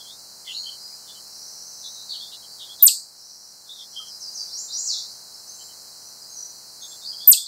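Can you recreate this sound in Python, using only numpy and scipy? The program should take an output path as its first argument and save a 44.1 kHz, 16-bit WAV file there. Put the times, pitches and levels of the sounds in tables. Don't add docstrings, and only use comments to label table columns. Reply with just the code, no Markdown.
import sys
import numpy as np
from scipy import signal
from scipy.fft import rfft, irfft, next_fast_len
from scipy.io import wavfile
from scipy.ndimage import uniform_filter1d, minimum_filter1d, map_coordinates

SR = 44100
rng = np.random.default_rng(int(sys.argv[2]) if len(sys.argv) > 2 else 0)


def transcribe(u):
    v = np.clip(np.atleast_2d(u).T, -1, 1)
    q = np.round(v * 32767).astype(np.int16)
    wavfile.write(sys.argv[1], SR, q)


N = 329427
TIME = np.arange(N) / SR


def amp(db):
    return 10 ** (np.asarray(db) / 20)


def unit(x):
    return x / np.sqrt(np.mean(x ** 2) + 1e-20)


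def along(points, hz):
    f, value = np.transpose(points)
    return np.interp(np.log(hz + 1), np.log(f + 1), value)


def wobble(rate, size=N):
    knots = rng.standard_normal(size // 16 + 4)
    return map_coordinates(knots, [np.arange(size) * rate / SR], mode="wrap")


def filtered(x, response):
    m = next_fast_len(N + SR // 2)
    return irfft(rfft(x, m) * response(np.fft.rfftfreq(m, 1 / SR)), m)[:N]


def tone(hz):
    return np.sin(2 * np.pi * np.cumsum(hz) / SR)


def whistle(hz, db):
    return amp(db) * tone(uniform_filter1d(hz, size=90)) * signal.windows.tukey(len(hz), .06)


def add(track, s, sound):
    part = track[max(round(s * SR), 0):][:len(sound)]
    part += sound[:len(part)]


def scattered(sound, stretch):
    # f/Hz, t60/s
    trees = [(1000, 0.087), (3200, 0.2), (4500, 0.62), (8000, 0.42), (13500, 0.29)]
    hz, t, z = signal.stft(rng.standard_normal(SR * 3 // 4), SR, nperseg=256)
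    t60 = stretch * along(trees, hz)[:, None]
    tail = signal.istft(z * amp(-60 * t / t60), SR, nperseg=256)[1]
    return signal.fftconvolve(sound, tail / np.linalg.norm(tail))


def chipmunk():
    # t/s, held for/s, top f/Hz, level/dB, dip before the plunge/dB
    chips = [(2.8235, 0.0295, 13560, -0.7, 20), (7.2735, 0.030, 13680, 1, 0)]
    # f/Hz, level/dB
    scatter = [(2500, -7), (4700, -6), (8000, -5.5), (13500, -9.5)]
    direct, echo = np.zeros(N), np.zeros(N)
    for s, hold_s, top_hz, db, catch_db in chips:
        call = amp(db) * chip(hold_s, top_hz, catch_db)
        add(direct, s, call)
        add(echo, s + 0.003, scattered(call, stretch=0.74))
    return direct + filtered(echo, lambda hz: amp(along(scatter, hz)))


def chip(hold_s, top_hz, catch_db):
    # t/s after the held note, f/Hz
    plunge = [(0.005, 11900), (0.0115, 8700), (0.018, 7600), (0.0235, 5700), (0.0275, 4650), (0.033, 3400),
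              (0.04, 2500), (0.048, 2900)]
    # f/Hz, level/dB
    throat = [(2500, -30.5), (3450, -14), (4650, -2), (5700, -13), (7600, 0), (8600, 0), (10100, -8.5),
              (11900, -3), (13400, 0.5)]
    attack_s, sag_hz, catch_s = 0.004, 525, 0.0055
    hold_swell_db = 2.5
    under_hz, under_rise_hz, under_db, under_swell_db = 7140, 1800, -36.5, 12

    t = np.arange(0, hold_s + plunge[-1][0], 1 / SR)
    bend = np.minimum(t / hold_s, 1) ** 4
    after_s, plunge_hz = np.transpose([(0, top_hz)] + plunge)
    hz = np.minimum(top_hz - sag_hz * bend, np.interp(t - hold_s, after_s, plunge_hz))

    in_catch = (t > hold_s - catch_s) & (t < hold_s)
    catch = uniform_filter1d(1. * in_catch, size=64)
    swell_db = hold_swell_db * np.minimum(t / hold_s - 1, 0)
    level_db = along(throat, hz) + swell_db - catch_db * catch
    call = whistle(hz, level_db) * np.minimum(t / attack_s, 1)

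    rise = bend[t < hold_s]
    add(call, 0, whistle(under_hz + under_rise_hz * rise, under_db + under_swell_db * rise))
    return call


def songbird(trees_db=0.5, direct_db=-6):
    # t/s, level/dB
    climbs = [(4.487, -30), (4.683, -25)]
    # t/s from its start, f/Hz, level/dB
    climb_shape = [(0, 3400, -15), (0.028, 4100, -6), (0.05, 5600, -1), (0.08, 5800, -4), (0.097, 6850, 2),
                   (0.113, 7480, 1), (0.125, 7580, -11)]
    # t/s from its start, f/Hz, level/dB
    swoop_shape = [(0, 8450, -12), (0.02, 7100, -1), (0.04, 5950, 0), (0.062, 4800, 1), (0.09, 3950, -1),
                   (0.115, 3450, -9), (0.13, 3350, -20)]
    swoop_s, swoop_db = 4.833, -24.5
    settle_share = 0.22

    notes = []
    for s, length, start_hz, end_hz, db in slurs(count=5):
        slur = syllable(length, start_hz, end_hz, buzz_hz=30, ease=1.7, buzz_rate=120,
                        held=settle_share, flutter_db=1)
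        notes.append((s, amp(db) * slur))
    for s, db in climbs:
        notes.append((s, amp(db) * phrase(climb_shape)))
    notes.append((swoop_s, amp(swoop_db) * phrase(swoop_shape)))

    out = np.zeros(N)
    for s, note in notes:
        add(out, s, amp(direct_db) * note)
        add(out, s, amp(trees_db) * scattered(note, stretch=1.24))
    return out


def slurs(count):
    first_s, period_s, length_s = 3.762, 0.143, 0.09
    first_db, grows_db = -44.5, 3.5
    top_hz, end_hz, top_step_hz, end_step_hz = 5900, 5030, 319, -100
    return [(first_s + k * period_s, length_s, top_hz + k * top_step_hz, end_hz + k * end_step_hz,
             first_db + k * grows_db) for k in range(count)]


def phrase(shape):
    waver_hz = 60
    s, hz, db = np.transpose(shape)
    t = np.arange(0, s[-1], 1 / SR)
    pitch = np.interp(t, s, hz) + waver_hz * wobble(200, size=len(t))
    return whistle(pitch, np.interp(t, s, db))


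def syllable(length, start_hz, end_hz, buzz_hz, ease, buzz_rate, held, flutter_db):
    size = int(np.clip(length * SR, 64, SR // 2))
    progress = np.minimum(np.arange(size) / size / (1 - held), 1)
    glide = end_hz + (start_hz - end_hz) * (1 - progress) ** ease
    buzz = tone(buzz_rate * (1 + 0.2076 * wobble(60, size=SR // 2)))
    shake = (buzz + .4 * wobble(250, size=SR // 2))[:size]
    return amp(flutter_db * shake) * tone(glide + buzz_hz * shake) * signal.windows.tukey(size, .4)


def small_birds(trees_db=-2, direct_db=-1.5):
    # t/s, length/s, start f/Hz, end f/Hz, level/dB
    chirps = [(0.0, 0.02, 3370, 3200, -42.5), (0.038, 0.12, 3040, 3840, -45),
              (0.463, 0.031, 2170, 1950, -48), (0.467, 0.065, 3300, 2740, -33),
              (0.535, 0.065, 3800, 4320, -30), (0.62, 0.059, 4285, 4200, -38.5),
              (0.654, 0.049, 3070, 3036, -35), (1.07, 0.0452, 3750, 2900, -42),
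              (1.155, 0.033, 3100, 3030, -46), (1.837, 0.038, 3920, 3586, -34.5),
              (1.944, 0.11, 3860, 3800, -42), (2.085, 0.062, 4200, 3796, -31),
              (2.132, 0.041, 3310, 2960, -40.5), (2.198, 0.052, 3220, 3610, -37),
              (2.315, 0.035, 3870, 3140, -37), (2.422, 0.04, 3390, 3040, -45.5),
              (2.47, 0.08, 4340, 4620, -42.5), (2.59, 0.053, 3790, 3100, -37),
              (2.688, 0.042, 3220, 3430, -36), (2.791, 0.05, 3760, 3530, -36),
              (3.685, 0.054, 3314, 3945, -33), (3.778, 0.054, 3600, 3325, -37),
              (3.956, 0.045, 3180, 3120, -29), (3.995, 0.033, 1306, 1250, -44),
              (4.06, 0.031, 3170, 3090, -44.5), (5.598, 0.037, 3050, 3040, -48.5),
              (5.685, 0.029, 3080, 3020, -47.5), (6.821, 0.044, 3540, 3390, -39),
              (6.907, 0.031, 3510, 3330, -42.5), (7.021, 0.03, 3490, 3770, -41),
              (7.041, 0.069, 4393, 4600, -31.5), (7.127, 0.027, 3290, 3100, -42.5),
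              (7.142, 0.11, 4620, 4470, -38.5), (7.201, 0.05, 3260, 3550, -40.5),
              (7.369, 0.036, 3265, 3610, -21), (7.459, 0.03, 4470, 4400, -21.5)]
    # t/s, length/s, end f/Hz, level/dB
    whistles = [(0.482, 0.18, 6600, -47), (0.793, 0.085, 4900, -40), (5.341, 0.03, 5220, -38.5),
                (5.472, 0.04, 6280, -38), (5.535, 0.13, 7300, -47), (5.979, 0.13, 5900, -46.5),
                (6.21, 0.044, 4750, -39.5), (6.288, 0.088, 6400, -41), (6.353, 0.094, 5863, -35),
                (6.811, 0.033, 6450, -37.5), (6.868, 0.077, 7370, -42)]
    # t/s, length/s, start f/Hz, end f/Hz, level/dB
    trills = [(1.249, 0.44, 5080, 5490, -43.5), (1.579, 0.46, 5340, 5890, -43),
              (3.12, 0.42, 5230, 5360, -42.5), (3.65, 0.45, 5400, 5610, -50)]
    trill_depth_hz, waver_hz = 480, 70
    whistle_slide = 0.025

    notes = []
    for s, length, start_hz, end_hz, db in chirps + faint_chirps(count=10):
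        notes.append((s, length, start_hz, end_hz, db, buzz_depth(start_hz, end_hz)))
    slides = whistle_slide * rng.standard_normal(len(whistles))
    for (s, length, hz, db), slide in zip(whistles, slides):
        notes.append((s, length, hz * (1 + slide), hz, db, waver_hz))
    notes += [(*trill, trill_depth_hz) for trill in trills]

    out = np.zeros(N)
    for s, length, start_hz, end_hz, db, buzz_hz in notes:
        note = amp(db) * syllable(length, start_hz, end_hz, buzz_hz, ease=1.2, buzz_rate=92,
                                  held=0, flutter_db=min(buzz_hz / 12, 4))
        add(out, s, amp(direct_db) * note)
        add(out, s + .004, amp(trees_db) * scattered(note, stretch=1.18))
    return out


def faint_chirps(count):
    length_s, level_db, low_hz, high_hz = 0.0475, -47.5, 3330, 6170
    when, pitch, glide = rng.random((count, 3)).T
    start_hz = low_hz + (high_hz - low_hz) * pitch
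    end_hz = start_hz * (1 + .2 * (glide - .5))
    return [(s, length_s, a, b, level_db) for s, a, b in zip(when * N / SR, start_hz, end_hz)]


def buzz_depth(start_hz, end_hz):
    clean_below_hz, buzz_share, fall_share = 2790, 0.17, 0.25
    fall_hz = max(start_hz - end_hz, 0)
    return max(buzz_share * (start_hz - clean_below_hz) + fall_share * fall_hz, 0)


def background(hiss_db=-41.5, rumble_db=-58):
    # f/Hz, level per Hz/dB
    hiss = [(1200, -23), (2500, -10.5), (3200, -6.5), (4300, 0), (4900, -1), (6200, -6.5), (7800, -8.5),
            (9400, -12), (10500, -15), (15700, -18.5)]
    rumble = [(25, -30), (45, -30), (80, -6.5), (125, 1.5), (175, -3), (215, 1.5), (255, -6.5), (320, -2.5),
              (500, -0.5), (800, 2.5), (1300, -3.5), (2200, -9.5), (5000, -36)]
    hum_hz, hum_db = 215.3, -78.5
    waver_db = .3 * wobble(3)
    hum = amp(hum_db) * unit(tone(hum_hz + 2 * wobble(4)))
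    return amp(hiss_db + waver_db) * noise(hiss) + amp(rumble_db) * smooth_noise(rumble, count=3) + hum


def noise(spectrum):
    return unit(filtered(rng.standard_normal(N), lambda hz: amp(along(spectrum, hz))))


def smooth_noise(spectrum, count):
    x = rng.standard_normal(N)
    for _ in range(count):
        z = signal.stft(x, nperseg=1024)[2]
        x = signal.istft(z / (np.abs(z) + 1e-12))[1][:N]
    return unit(filtered(x, lambda hz: amp(along(spectrum, hz))))


def scene():
    return (chipmunk() + songbird() + small_birds() + background())[None]


def suppressor(x, margin_db=3.5, knee_db=0.7):
    # f/Hz, level/dB
    suppression = [(1500, -0.5), (2500, -18), (3200, -23), (3780, -41), (3960, -1)]
    hz, _, z = signal.stft(x, SR, nperseg=1024, noverlap=768)
    power = uniform_filter1d(np.abs(z) ** 2, size=8, axis=0)
    power = uniform_filter1d(power, size=9, axis=1)
    level_db = 10 * np.log10(np.abs(power) + 1e-16)
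    above_db = level_db - np.median(level_db, axis=1, keepdims=True)
    shut = .5 - .5 * np.tanh((above_db - margin_db) / (2 * knee_db))
    gain = amp(shut * along(suppression, hz)[:, None])
    return signal.istft(z * gain, SR, nperseg=1024, noverlap=768)[1][:N]


def gain_control(x, limit_db=-8, attack_s=0.02, hold_s=0.55, release_db=5):
    level_db = 10 * np.log10(np.abs(uniform_filter1d(x ** 2, size=256)) + 1e-12)
    excess = np.maximum(level_db - limit_db, 0)
    hold = max(int(hold_s * SR), 2)
    held = -minimum_filter1d(-excess, hold, origin=(hold - 1) // 2, mode="constant")
    cut_db = np.maximum.accumulate(held + release_db * TIME) - release_db * TIME
    keep = np.exp(-1 / (attack_s * SR))
    return x * amp(-signal.lfilter([1 - keep], [1, -keep], cut_db))


def overload(x, bend=0.18, edge_hz=9000):
    body = filtered(x, lambda hz: 1 / (1 + (hz / edge_hz) ** 10))
    knock = filtered(body ** 2, lambda hz: 1j * hz / (1j * hz + 350))
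    return x + bend * knock


def record(dry):
    top_hz = 15750
    quieted = suppressor(dry[0])
    ridden = gain_control(quieted)
    return filtered(overload(ridden), lambda hz: hz < top_hz)[None]


dry = scene()
out = record(dry)
transcribe(out)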